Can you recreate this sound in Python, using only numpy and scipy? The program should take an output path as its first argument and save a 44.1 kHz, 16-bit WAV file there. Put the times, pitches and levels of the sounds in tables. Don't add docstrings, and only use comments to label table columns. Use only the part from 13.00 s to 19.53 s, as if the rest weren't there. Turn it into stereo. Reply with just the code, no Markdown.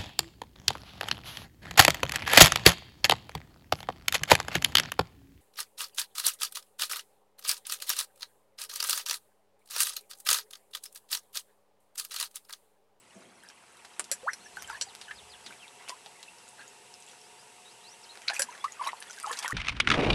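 import sys
import numpy as np
from scipy import signal
from scipy.fft import rfft, irfft, next_fast_len
from scipy.io import wavfile
from scipy.ndimage import uniform_filter1d

SR = 44100
rng = np.random.default_rng(int(sys.argv[2]) if len(sys.argv) > 2 else 0)


def persist_wave(psi):
    counts = np.round(np.clip(psi, -1, 1) * 32767).astype(np.int16)
    wavfile.write(sys.argv[1], SR, np.atleast_2d(counts).T)


N = 287973


def amp(db):
    return 10 ** (np.asarray(db) / 20)


def unit(x):
    return x / np.sqrt(np.mean(x ** 2) + 1e-20)


def along(points, hz):
    f, v = np.transpose(points)
    return np.interp(np.log(hz + 1), np.log(f + 1), v)


def curves(rows):
    s, *cols = np.transpose(rows)
    return [np.interp(np.arange(N) / SR, s, c) for c in cols]


def add(track, s, sound):
    part = track[..., max(round(s * SR), 0):][..., :sound.shape[-1]]
    part += sound[..., :part.shape[-1]]


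def filtered(x, response):
    n = x.shape[-1]
    m = next_fast_len(n + SR // 8)
    return irfft(rfft(x, m) * response(np.fft.rfftfreq(m, 1 / SR)), m)[..., :n]


def shape(points):
    return lambda hz: amp(along(points, hz))


def resonance(hz, centre, width):
    return 1j * hz * width / (centre ** 2 - hz ** 2 + 1j * hz * width)


# f/Hz, correlation
NEAR_CORRELATION = [(60, 0.058), (250, 0.34), (600, 0.52), (1200, 0.87), (4000, 0.88), (8000, 0.69),
                    (12000, 0.071)]


def spread(pair, colour, alike=NEAR_CORRELATION):
    def mid_side(hz):
        angle = np.arccos(np.clip(along(alike, hz), -1, 1)) / 2
        return colour(hz) * np.array([np.cos(angle), np.sin(angle)])
    mid, side = filtered(pair, mid_side)
    return unit(np.array([mid + side, mid - side]))


def noise(colour, size=N, alike=NEAR_CORRELATION):
    return spread(rng.standard_normal((2, size)), colour, alike)


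def fizz(spectrum, rate, centre_hz, cycles, scatter_db):
    count = int(rate * N / SR)
    when, size, pitch, side = rng.random((count, 4)).T[..., None]
    t = np.arange(SR // 100) / SR
    hz = centre_hz * 2 ** (3 * (pitch - .5))
    age = t * hz / cycles
    life = (np.exp(-age) - np.exp(-4 * age)) * (1 - t / t[-1])
    tone = np.sin(2 * np.pi * hz * t * (1 + .015 * np.minimum(age, 6)))
    grains = amp(-scatter_db * np.log(size + .02)) * life * tone
    at = (when * N).astype(int) + np.arange(len(t))
    pair = np.array([unit(np.bincount(at.ravel(), (grains * g).ravel(), N)[:N]) for g in (1, side - .5)])
    return spread(pair, shape(spectrum))


# f/Hz, correlation
CAMERA_CORRELATION = [(200, -0.25), (800, 0.38), (4000, 0.77), (7000, 0.2), (9500, 0.17), (11000, -0.75),
                      (12500, -0.9)]
# f/Hz, relative level/dB
DRUM_SPECTRUM = [(100, -70), (3000, -25), (5500, -21), (6400, -33), (7000, 13), (8200, 26.5), (9000, -5),
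                 (10400, 22.5), (12500, 16)]
HUM_HZ = 150


def drum_buzz():
    period = round(SR / HUM_HZ / 2)
    phase = np.arange(N) % period
    ticks = 1. * np.array([phase == 0, phase == period // 4])
    return spread(ticks, shape(DRUM_SPECTRUM), CAMERA_CORRELATION)


# f/Hz, width/Hz, level/dB re CAMERA_LEVEL
WHIR_RESONANCES = [(385, 310, -37), (903.6, 101, -12), (2700, 340, -16)]


def motor_whir():
    return sum(amp(db) * noise(lambda hz: resonance(hz, centre, width) ** 2, alike=CAMERA_CORRELATION)
               for centre, width, db in WHIR_RESONANCES)


# f/Hz, level/dB re CAMERA_LEVEL
MOTOR_TONES = [(433, -23.5), (727, -18.5), (831, -45)]


def motor_whine(waver_db=2):
    t = np.arange(N) / SR
    out = np.zeros(N)
    for hz, db in MOTOR_TONES:
        waver = waver_db * unit(filtered(rng.standard_normal(N), lambda f: f < 5))
        out += amp(db + waver) * np.sqrt(2) * np.sin(2 * np.pi * hz * t)
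    return out


# f/Hz, relative level/dB
HISS_SPECTRUM = [(25, -52), (60, -46), (135, -3.5), (250, -23), (430, -3), (700, -15.5), (1600, -15.5),
                 (2700, -11.5), (4500, -14.5), (6200, -12), (8000, -15.5), (10500, -11.5), (12000, -15),
                 (13500, -32)]
# t/s, level/dB
CAMERA_LEVEL = [(0, -60), (.35, -59.5), (.7, -56), (1, -53), (1.6, -50), (3, -50.5), (5, -50), (6.53, -51)]


def camera():
    level_db, = curves(CAMERA_LEVEL)
    hiss = amp(-6) * noise(shape(HISS_SPECTRUM), alike=CAMERA_CORRELATION)
    return amp(level_db) * (hiss + motor_whir() + motor_whine() + amp(7.5) * drum_buzz())


# t/s of the peak, level/dB
BREEZE_PUFFS = [(1.599, -63), (2.17, -64.5)]
# f/Hz, relative level/dB
BREEZE_SPECTRUM = [(20, -29), (55, 2.5), (100, 1.5), (200, -5.5), (600, -62), (2000, -100)]
# f/Hz, correlation
BREEZE_CORRELATION = [(40, -0.33), (200, 0.088)]
PUFF_RISE_S, PUFF_FALL_S, CALM_DB = 0.052, 0.16, -82.5


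def breeze():
    t = np.arange(N) / SR
    air = np.full(N, amp(CALM_DB))
    for s, db in BREEZE_PUFFS:
        air += amp(db) * np.exp(-np.maximum((s - t) / PUFF_RISE_S, (t - s) / PUFF_FALL_S))
    return air * noise(shape(BREEZE_SPECTRUM), alike=BREEZE_CORRELATION)


# t/s, level/dB
BOAT_BUMPS = [(0.152, -55), (0.981, -64), (1.39, -69), (1.559, -76), (2.451, -61.5), (3.57, -75),
              (5.391, -69), (6.289, -72)]
# f/Hz, relative level/dB
HULL_SPECTRUM = [(25, -45), (60, -33), (120, -1.5), (190, 2), (350, 1.5), (700, -3.5), (2000, -74)]
# f/Hz, correlation
HULL_CORRELATION = [(60, 0.66), (200, 0.82), (600, 0.95)]
BUMP_RISE_S, BUMP_T60_S, RUMBLE_DB = 0.011, 0.64, -70.5


def boat(hull_db=-1.0, boom_hz=195, boom_db=-1, boom_t60=0.27):
    t = np.arange(N) / SR
    rumble, boom = np.full(N, amp(RUMBLE_DB)), np.zeros(N)
    rise = np.minimum(t / BUMP_RISE_S, 1)
    for s, db in BOAT_BUMPS:
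        add(boom, s, rise * amp(db + boom_db - 60 * t / boom_t60) * np.sin(2 * np.pi * boom_hz * t))
        add(rumble, s, rise * amp(db - 60 * np.maximum(t - BUMP_RISE_S, 0) / BUMP_T60_S))
    return boom + amp(hull_db) * rumble * noise(shape(HULL_SPECTRUM), alike=HULL_CORRELATION)


# t/s, repeats, note length/s, start f/Hz, end f/Hz, first level/dB
BIRD_SONG = [(1.254, 3, 0.038, 4140, 4400, -62.5), (1.296, 3, 0.036, 6260, 5150, -55),
             (1.715, 6, .07, 5000, 2780, -57), (2.59, 1, 0.076, 3350, 2150, -52.5),
             (2.85, 1, 0.026, 2750, 3100, -57), (4.232, 2, 0.05, 4700, 5500, -60.5),
             (4.646, 1, 0.054, 3710, 3930, -57), (4.682, 1, 0.052, 3950, 5400, -59),
             (4.836, 1, 0.032, 3980, 4100, -52), (4.859, 1, 0.049, 4170, 5500, -52.5),
             (4.906, 1, .036, 5740, 6000, -56), (5.028, 1, 0.026, 6000, 3480, -53),
             (5.057, 1, 0.028, 3070, 3170, -58), (5.088, 1, 0.0287, 3750, 4230, -51),
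             (5.101, 1, .03, 4170, 4000, -52), (5.23, 1, .03, 3140, 2950, -58),
             (5.6, 1, 0.032, 3350, 3570, -52), (5.737, 1, 0.039, 2700, 2470, -57)]
NOTE_GAP_S, CRESCENDO_DB = .1445, 1
QUAVER_SHARE, FLUTTER_DB = .012, 2


def bird(echo_db=-5, echo_t60=0.049, bend=1.1):
    out = np.zeros(N)
    quaver = QUAVER_SHARE * unit(filtered(rng.standard_normal(N), lambda hz: hz < 70))
    for s, repeats, length, start_hz, end_hz, db in BIRD_SONG:
        u = np.linspace(0, 1, int(length * SR))
        glide = start_hz + (end_hz - start_hz) * (1 - np.cos(np.pi * u ** bend)) / 2
        swell = abs(np.sin(np.pi * u)) ** 0.61
        for k in range(repeats):
            start = s + k * NOTE_GAP_S
            hz = glide * (1 + quaver[round(start * SR):][:len(u)])
            whistle = np.sin(2 * np.pi * np.cumsum(hz) / SR)
            add(out, start, amp(db + k * CRESCENDO_DB) * swell * whistle)
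    out *= amp(FLUTTER_DB * unit(filtered(rng.standard_normal(N), lambda hz: hz < 90)))
    t = np.arange(SR // 2) / SR
    trees = rng.standard_normal((2, len(t))) * amp(-60 * t / echo_t60)
    trees /= np.linalg.norm(trees[0])
    return out + amp(echo_db) * signal.fftconvolve(out[None], trees, axes=1)[:, :N]


# t/s, then level/dB, knock/dB, clank/dB, chink/dB, clink/dB, rattle t60/s
OAR_CLACKS = [(1.1146, -24, -3.5, -1, -2, 0.5, 0.076), (1.1215, -30.5, -14.5, 2, 3, -3, .05),
              (1.3323, -36, -0.5, 8.5, -5, -3, 0.037), (1.812, -26.5, -7, 9, -4.5, -10.5, 0.041),
              (1.8218, -28.5, -11, 6, -0.5, -17, 0.029), (5.3938, -23.5, 1.5, -2.5, -1.5, 0.5, 0.062),
              (5.4192, -20.5, -3.5, 4.5, 1, 1.5, 0.025)]
# f/Hz, width/Hz, level/dB
OARLOCK_MODES = [(552, 94, -3), (1640, 143, 7), (2400, 1000, -7.5), (4095, 60, -1.5), (4700, 450, -6.5),
                 (5370, 200, -0.5), (5910, 130, 4), (7005, 95, 7.5), (7820, 340, 7), (9456, 870, 8.5),
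                 (9656, 830, 10.5), (11330, 200, 2), (11500, 490, -12)]
# f/Hz, correlation
OAR_CORRELATION = [(600, 0.94), (7000, 0.96), (12000, 0.77)]


def oar(chatter_db=3, scrape_db=-17, strike_db=5, strike_t60=0.0052, detune=0.0042):
    out, t = np.zeros((2, N)), np.arange(SR // 6) / SR
    for s, db, knock_db, clank_db, chink_db, clink_db, t60 in OAR_CLACKS:
        contact = [(1900, knock_db), (3800, clank_db), (6100, clank_db),
                   (7100, chink_db), (8200, chink_db), (9400, clink_db)]
        shift = 1 + detune * rng.standard_normal(len(OARLOCK_MODES))
        chatter = amp(chatter_db * unit(uniform_filter1d(rng.standard_normal(len(t)), size=60)))
        envelope = chatter * amp(-60 * t / t60) + amp(strike_db - 60 * t / strike_t60)
        force = noise(np.ones_like, size=len(t), alike=OAR_CORRELATION) * envelope
        force *= np.sqrt(t60 / np.sum(force ** 2) * SR / np.log(1000))

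        def ring(hz):
            modes = sum((-1) ** k * amp(gain_db) * resonance(hz, centre * shift[k], width)
                        for k, (centre, width, gain_db) in enumerate(OARLOCK_MODES))
            return (amp(scrape_db) + modes) * shape(contact)(hz)
        add(out, s, amp(db + 7.5) * filtered(force, ring))
    return out


# t/s, gurgle level/dB
STIR_LEVEL = [(0, -66), (.8, -61), (1.5, -62), (2.2, -61), (3, -62.5), (4, -66), (4.8, -64.5), (5.3, -58),
              (6.53, -56)]
# t/s, length/s, gurgle level/dB, spray level/dB
WAVELETS = [(0.086, 0.22, -73, -69), (0.453, 0.12, -75, -94), (1.552, 0.16, -63, -66),
            (1.678, 0.13, -59, -57), (2.457, 0.12, -68, -61), (2.794, 0.065, -60.5, -77),
            (2.881, 0.038, -49, -46), (3.053, .04, -74, -74), (3.575, 0.083, -61.5, -75),
            (4.06, .11, -77, -66), (5.284, 0.044, -50, -55), (5.329, 0.062, -54.5, -41.5),
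            (5.396, 0.057, -60, -71), (5.49, 0.11, -58, -67), (5.807, .075, -48.5, -52.5),
            (5.862, 0.034, -44, -48), (6.037, 0.32, -83, -61), (6.246, 0.19, -53, -54),
            (6.372, .036, -64, -50), (6.426, 0.046, -44.5, -46.5), (6.494, 0.048, -56, -54)]
# f/Hz, relative level/dB
FROTH_SPECTRUM = [(60, -70), (200, -30), (450, -1.5), (1000, 3.5), (1900, 5.5), (3200, 1.5), (6000, -63)]
SPRAY_SPECTRUM = [(300, -70), (1500, 3), (3500, -16), (6000, -6), (8500, 1), (10500, 1.5), (13000, -4)]
PLINK_SPECTRUM = [(100, -60), (400, -30), (1200, -27), (3000, 1), (7000, 0.5), (12000, 2)]
WASH_SPECTRUM = [(80, -60), (300, 1), (550, -2.5), (2500, 1), (5000, 3), (12000, -33)]


def water(stir_spray_db=-7, plink_db=-2, wash_db=-9.5):
    stir_db, = curves(STIR_LEVEL)
    gurgle, spray = amp(stir_db), amp(stir_db + stir_spray_db)
    for s, length, gurgle_db, spray_db in WAVELETS:
        swell = np.sin(np.pi * np.linspace(0, 1, int(length * SR)) ** .7)
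        add(gurgle, s, amp(gurgle_db) * swell)
        add(spray, s, amp(spray_db) * swell)
    froth = fizz(FROTH_SPECTRUM, rate=1100, centre_hz=1500, cycles=4, scatter_db=2.8)
    mist = fizz(SPRAY_SPECTRUM, rate=2000, centre_hz=5500, cycles=5, scatter_db=2.8)
    plinks = fizz(PLINK_SPECTRUM, rate=260, centre_hz=3600, cycles=11, scatter_db=3.2)
    wash = noise(shape(WASH_SPECTRUM))
    detail = amp(plink_db) * plinks + amp(wash_db) * wash
    return gurgle * froth + spray * mist + np.sqrt(gurgle * spray) * detail


def gulp(start_s=1.232, empty_hz=480, full_hz=2430, fill_s=0.052, sweep_s=0.02,
         hum_db=-44, peak_db=-23, swell_s=0.011, seal_s=0.023, open_db=-9):
    out, t = np.zeros(N), np.arange(SR // 10) / SR
    filled = (1 + np.tanh((t - fill_s) / sweep_s)) / 2
    burst = amp(peak_db + open_db * (t < seal_s)) * np.exp(-((t - fill_s) / swell_s) ** 2)
    level = amp(hum_db) * (1 - filled) + burst
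    hz = empty_hz + (full_hz - empty_hz) * filled
    add(out, start_s, level * np.sin(2 * np.pi * np.cumsum(hz) / SR))
    return out


TRAPPED_PER_S, TRAPPED_HZ, TRAPPED_DB, TRAPPED_CYCLES = 180, 1900, 2, 4.2


def trapped(scatter_db=4, scatter_octaves=1.126, glide=0.069):
    rows = []
    for s, length, gurgle_db, _ in WAVELETS:
        for when, size, pitch in rng.random((50, 3))[:round(TRAPPED_PER_S * length)]:
            hz = TRAPPED_HZ * 2 ** (scatter_octaves * (2 * pitch - 1))
            db = gurgle_db + TRAPPED_DB + scatter_db * (2 * size - 1)
            rows.append((s + when * length, db, hz, TRAPPED_CYCLES / hz, glide))
    return rows


# t/s, peak level/dB, start f/Hz, swell time/s, pitch glide as a share
AIR_POCKETS = [(0.4355, -46, 1620, 0.0015, -0.014), (.449, -46, 1730, 0.0011, .03),
               (.465, -51, 1610, 0.0025, 0.027), (0.499, -48, 1600, .0018, .03),
               (1.459, -46, 1650, 0.0044, 0.11), (1.57, -30.5, 1550, 0.0018, -0.019),
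               (1.571, -45, 846, 0.0031, -0.026), (1.583, -45, 1510, 0.0055, -0.019),
               (1.623, -48, 980, 0.0014, -0.034), (1.645, -40.5, 3100, 0.0016, -0.00092),
               (1.682, -44.5, 1640, 0.0067, -0.095), (1.697, -36.5, 868, 0.0052, 0.082),
               (1.7, -28.5, 1450, 0.0012, 0.033), (1.709, -38, 1350, 0.0018, -0.014),
               (1.728, -38.5, 1720, 0.0025, -0.0076), (1.729, -41, 976, 0.004, 0.2),
               (1.746, -37, 1526, 0.0049, 0.28), (1.868, -47, 787, 0.006, -0.035),
               (2.081, -41, 1690, 0.0018, 0.014), (2.083, -44.5, 3080, .002, -0.059),
               (2.087, -44, 1410, .008, 0.26), (2.11, -31.5, 1693, 0.0019, 0.075),
               (2.507, -41.5, 1540, 0.0013, 0), (2.525, -39.5, 2360, .00093, 0),
               (2.803, -50, 1900, 0.0016, .1), (2.8945, -38, 604, .0011, 0.13),
               (2.901, -36, 1000, 0.0027, 0.09), (2.92, -37, 1020, 0.0039, -0.018),
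               (3.0615, -43, 750, 0.0019, 0.07), (3.155, -53, 2060, 0.0033, 0.09),
               (3.197, -54, 1970, 0.0038, .03), (3.279, -44, 2574, 0.0044, 0.086),
               (3.592, -44, 1530, 0.0025, .05), (3.594, -50, 4350, .002, 0),
               (3.604, -46, 1650, 0.0032, 0.051), (3.619, -44, 1630, 0.0036, 0.011),
               (5.277, -36, 2210, 0.0014, 0.017), (5.2815, -19, 2300, 0.00039, 0.031),
               (5.2838, -12.5, 4700, 0.00047, -0.22), (5.2905, -27, 4280, 0.00067, -0.071),
               (5.293, -28.5, 1490, 0.0023, 0.052), (5.3008, -28, 1080, 0.00098, -0.46),
               (5.305, -34, 760, 0.0037, 0.005), (5.314, -36, 810, 0.0025, 0.011),
               (5.317, -35, 1640, 0.0029, 0.1), (5.332, -38, 780, 0.001, 0.021),
               (5.333, -31.5, 1660, 0.0013, 0.037), (5.344, -38, 2560, .001, -0.013),
               (5.365, -26, 2530, 0.0012, -0.021), (5.381, -46, 890, .004, -0.062),
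               (5.395, -34, 540, 0.0045, 0.027), (5.436, -58, 240, .01, -0.014),
               (5.487, -36.5, 946, 0.003, .06), (5.641, -22.5, 992, 0.0049, 0.35),
               (5.68, -41, 1960, 0.0026, 0.0081), (5.794, -32.5, 1134, 0.007, 0.065),
               (5.811, -26.5, 926, 0.0046, 0.19), (5.843, -41.5, 3070, 0.0036, -0.012),
               (5.845, -36, 1008, 0.0114, 0.163), (5.8643, -28.5, 923, 0.0021, -0.0084),
               (5.872, -26, 987, 0.0032, 0.22), (5.87, -32, 3770, 0.0024, 0.082),
               (5.872, -42, 5530, 0.0022, .02), (5.889, -29.5, 2040, 0.0014, -0.0055),
               (5.9313, -27.5, 930, 0.0011, 0.049), (6.015, -46, 1550, 0.0044, 0.29),
               (6.07, -46, 1810, .002, 0.059), (6.099, -41.5, 1350, 0.0028, 0.16),
               (6.178, -40.5, 1540, 0.0027, 0.065), (6.236, -35, 1300, 0.0014, 0.0073),
               (6.243, -26.5, 1197, 0.0023, 0.12), (6.257, -31, 1040, 0.0019, 0.014),
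               (6.2695, -31, 801, 0.0047, 0.15), (6.269, -39, 1330, 0.003, -0.22),
               (6.293, -31.5, 1036, 0.0062, 0.11), (6.309, -39, 468, 0.0055, -0.0024),
               (6.304, -33, 1300, 0.0013, -0.039), (6.309, -24.5, 1070, 0.0011, 0.099),
               (6.311, -31.5, 1704, 0.0024, 0.043), (6.4462, -23.5, 1000, 0.0012, -0.03),
               (6.447, -30, 2070, .0012, .05), (6.459, -27.5, 1910, 0.0017, -0.045),
               (6.4667, -31.5, 1540, 0.00072, .05), (6.478, -27, 1430, 0.0014, 0.092),
               (6.498, -32, 1080, 0.004, 0.15), (6.511, -28, 1300, 0.0013, 0.08),
               (6.5225, -22.5, 1770, 0.0014, 0.11)]


def bubbles(glide_swells=3):
    out, t = np.zeros(N), np.arange(SR // 16) / SR
    for s, db, hz, swell, glide in AIR_POCKETS + trapped():
        u = t / swell
        pitch = hz * (1 + glide * np.tanh(u / glide_swells))
        envelope = (u * np.exp(1 - u)) ** 1.13
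        add(out, s, amp(db) * envelope * np.sin(2 * np.pi * np.cumsum(pitch) / SR))
    return out


# t/s, level/dB, f/Hz
PINGING_DRIPS = [(0.488, -37.5, 5500), (1.676, -35.5, 7600), (2.68, -41.5, 3720), (3.231, -37, 3950),
                 (3.385, -43, 5300), (3.48, -42.5, 7100), (3.487, -46, 6640), (3.489, -40.5, 8950),
                 (3.679, -38, 6760), (3.94, -36, 5240), (4.003, -42.5, 8200), (4.024, -40.5, 6100),
                 (4.065, -45, 7360), (4.079, -45, 3300), (4.087, -40.5, 7260), (4.097, -42, 3370),
                 (4.114, -40, 5800), (4.215, -44, 5470), (5.7218, -31, 6730), (6.004, -33.5, 9840),
                 (6.098, -38, 6000), (6.109, -31.5, 6030), (6.131, -40, 5300), (6.2292, -29.5, 8700)]


def drips(ring_t60=0.01, tick_t60=0.017, tick_db=-9):
    out, t = np.zeros((2, N)), np.arange(SR // 30) / SR
    for s, db, pitch in PINGING_DRIPS:
        ping = np.sin(2 * np.pi * pitch * t) * amp(-60 * t / ring_t60)
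        hiss = noise(lambda hz: resonance(hz, pitch, pitch / 2), size=len(t))
        tick = hiss * amp(tick_db - 60 * t / tick_t60)
        add(out, s, amp(db) * (ping + tick))
    return out


# t/s, level/dB, centre f/Hz, t60/s, spectral width/octaves
SPLASH_DROPS = [(0.436, -40.5, 10000, 0.03, .5), (0.5004, -37.5, 4000, .031, 0.89),
                (0.7703, -41.5, 10000, .015, 1.6), (0.8478, -31.5, 2420, 0.042, 1.6),
                (0.9955, -16.5, 8470, 0.029, 0.28), (0.9959, -17, 1370, 0.033, 1.3),
                (1.042, -30.5, 6240, 0.036, 0.68), (1.23, -44, 1100, 0.016, 0.53),
                (1.5627, -36, 8750, .021, 1), (1.5696, -30.5, 3960, .016, 1.5),
                (1.6231, -22.5, 8800, 0.019, 3.8), (1.697, -28, 4500, 0.034, 1.2),
                (1.951, -25.5, 9000, 0.0083, 3.4), (2.013, -28.5, 2770, 0.043, 1.2),
                (2.108, -27, 2110, 0.059, 0.62), (2.4625, -22.5, 3400, 0.044, 0.76),
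                (2.824, -39.5, 2000, 0.026, 1.2), (2.879, -32, 1790, 0.016, 0.72),
                (2.888, -29, 5000, .014, 1.1), (2.8944, -23, 3900, 0.016, 0.61),
                (3.061, -31, 3500, 0.031, 0.89), (3.2289, -33, 4760, 0.018, 0.96),
                (3.608, -40, 2900, .07, .6), (5.155, -35, 1500, 0.018, 1.8), (5.174, -31, 1270, 0.014, 1.1),
                (5.219, -33.5, 2500, 0.028, 1.4), (5.2805, -19.5, 3870, 0.027, 0.58),
                (5.286, -21, 3200, .015, 0.51), (5.3002, -16.5, 2400, 0.019, 0.7),
                (5.3034, -34, 3000, .02, 1.2), (5.315, -37, 3500, .02, 1.5), (5.3634, -30, 7500, .02, 0.82),
                (5.526, -38, 2000, .02, 1.6), (5.552, -42, 4500, .02, 1), (5.578, -35, 2000, .02, 0.91),
                (5.6413, -25, 2550, 0.055, 1.4), (5.826, -33, 4000, 0.018, 0.32),
                (5.873, -22, 5000, 0.024, 2.3), (5.8905, -29, 2500, 0.054, 0.34),
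                (5.919, -33.5, 3000, 0.026, 0.64), (6.025, -25.5, 3340, 0.02, 0.84),
                (6.1645, -35, 5000, .015, 1.5), (6.187, -33, 5000, .015, .9), (6.2, -27.5, 5000, .018, 1.4),
                (6.264, -29, 5800, .02, 0.3), (6.316, -26, 7900, .025, 0.31),
                (6.327, -17, 3640, 0.052, 1.05), (6.372, -24.5, 4500, 0.029, 0.6),
                (6.3888, -16.5, 5950, 0.035, 0.66), (6.4255, -20.5, 1890, 0.057, 1.6),
                (6.4593, -25, 2800, .025, 0.38), (6.4794, -17, 9000, 0.023, 1.7),
                (6.507, -28, 7460, 0.031, 1)]


def drops(click_db=6, tick_t60=0.0029, splat_db=-12.5, tick_db=-8, crackle_db=3,
          body_db=-14, body_hz=1300, body_width_hz=1800, rise_share=0.016):
    out, t = np.zeros((2, N)), np.arange(SR // 8) / SR
    impact = 1. * (np.arange(len(t)) == 12)
    for s, db, centre, t60, octaves in SPLASH_DROPS:
        def colour(hz):
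            band = np.exp(-.5 * (np.log2((hz + 1) / centre) / octaves) ** 2)
            return band + amp(body_db) * abs(resonance(hz, body_hz, body_width_hz))
        hardness = min(1, .03 / t60) ** 4
        click = filtered(impact, colour)
        crackle_now_db = crackle_db * unit(uniform_filter1d(rng.standard_normal(len(t)), size=70))
        tick = hardness * amp(tick_db - 60 * t / tick_t60)
        splat = (1 - np.exp(-t / (rise_share * t60))) * amp(splat_db + crackle_now_db - 60 * t / t60)
        add(out, s, amp(db + click_db) * hardness * click / np.linalg.norm(click))
        add(out, s, amp(db) * (tick + splat) * noise(colour, size=len(t)))
    return out


def lean_left(sound, db):
    return sound * amp([[db], [-db]])


def scene(thin_hz=270):
    highpass = signal.butter(2, thin_hz, "high", fs=SR, output="sos")
    contacts = signal.sosfilt(highpass, drops() + drips() + oar())
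    surroundings = lean_left(boat() + breeze(), 2.5) + bird()
    lake = contacts + bubbles() + gulp() + water()
    return lean_left(lake + surroundings, .8) + camera()


TOP_HZ = 13700


def record(dry, depth=0.42, memory=0.49):
    def response(hz):
        turn = np.exp(-2j * np.pi * hz / HUM_HZ)
        comb = 1 - depth * turn / (1 - memory * turn)
        band = 1 / (1 + (hz / TOP_HZ) ** 80)
        return comb * shape([(11000, 0), (12200, -5), (13400, -14)])(hz) * band
    return filtered(dry, response)


dry = scene()
out = record(dry)
persist_wave(out)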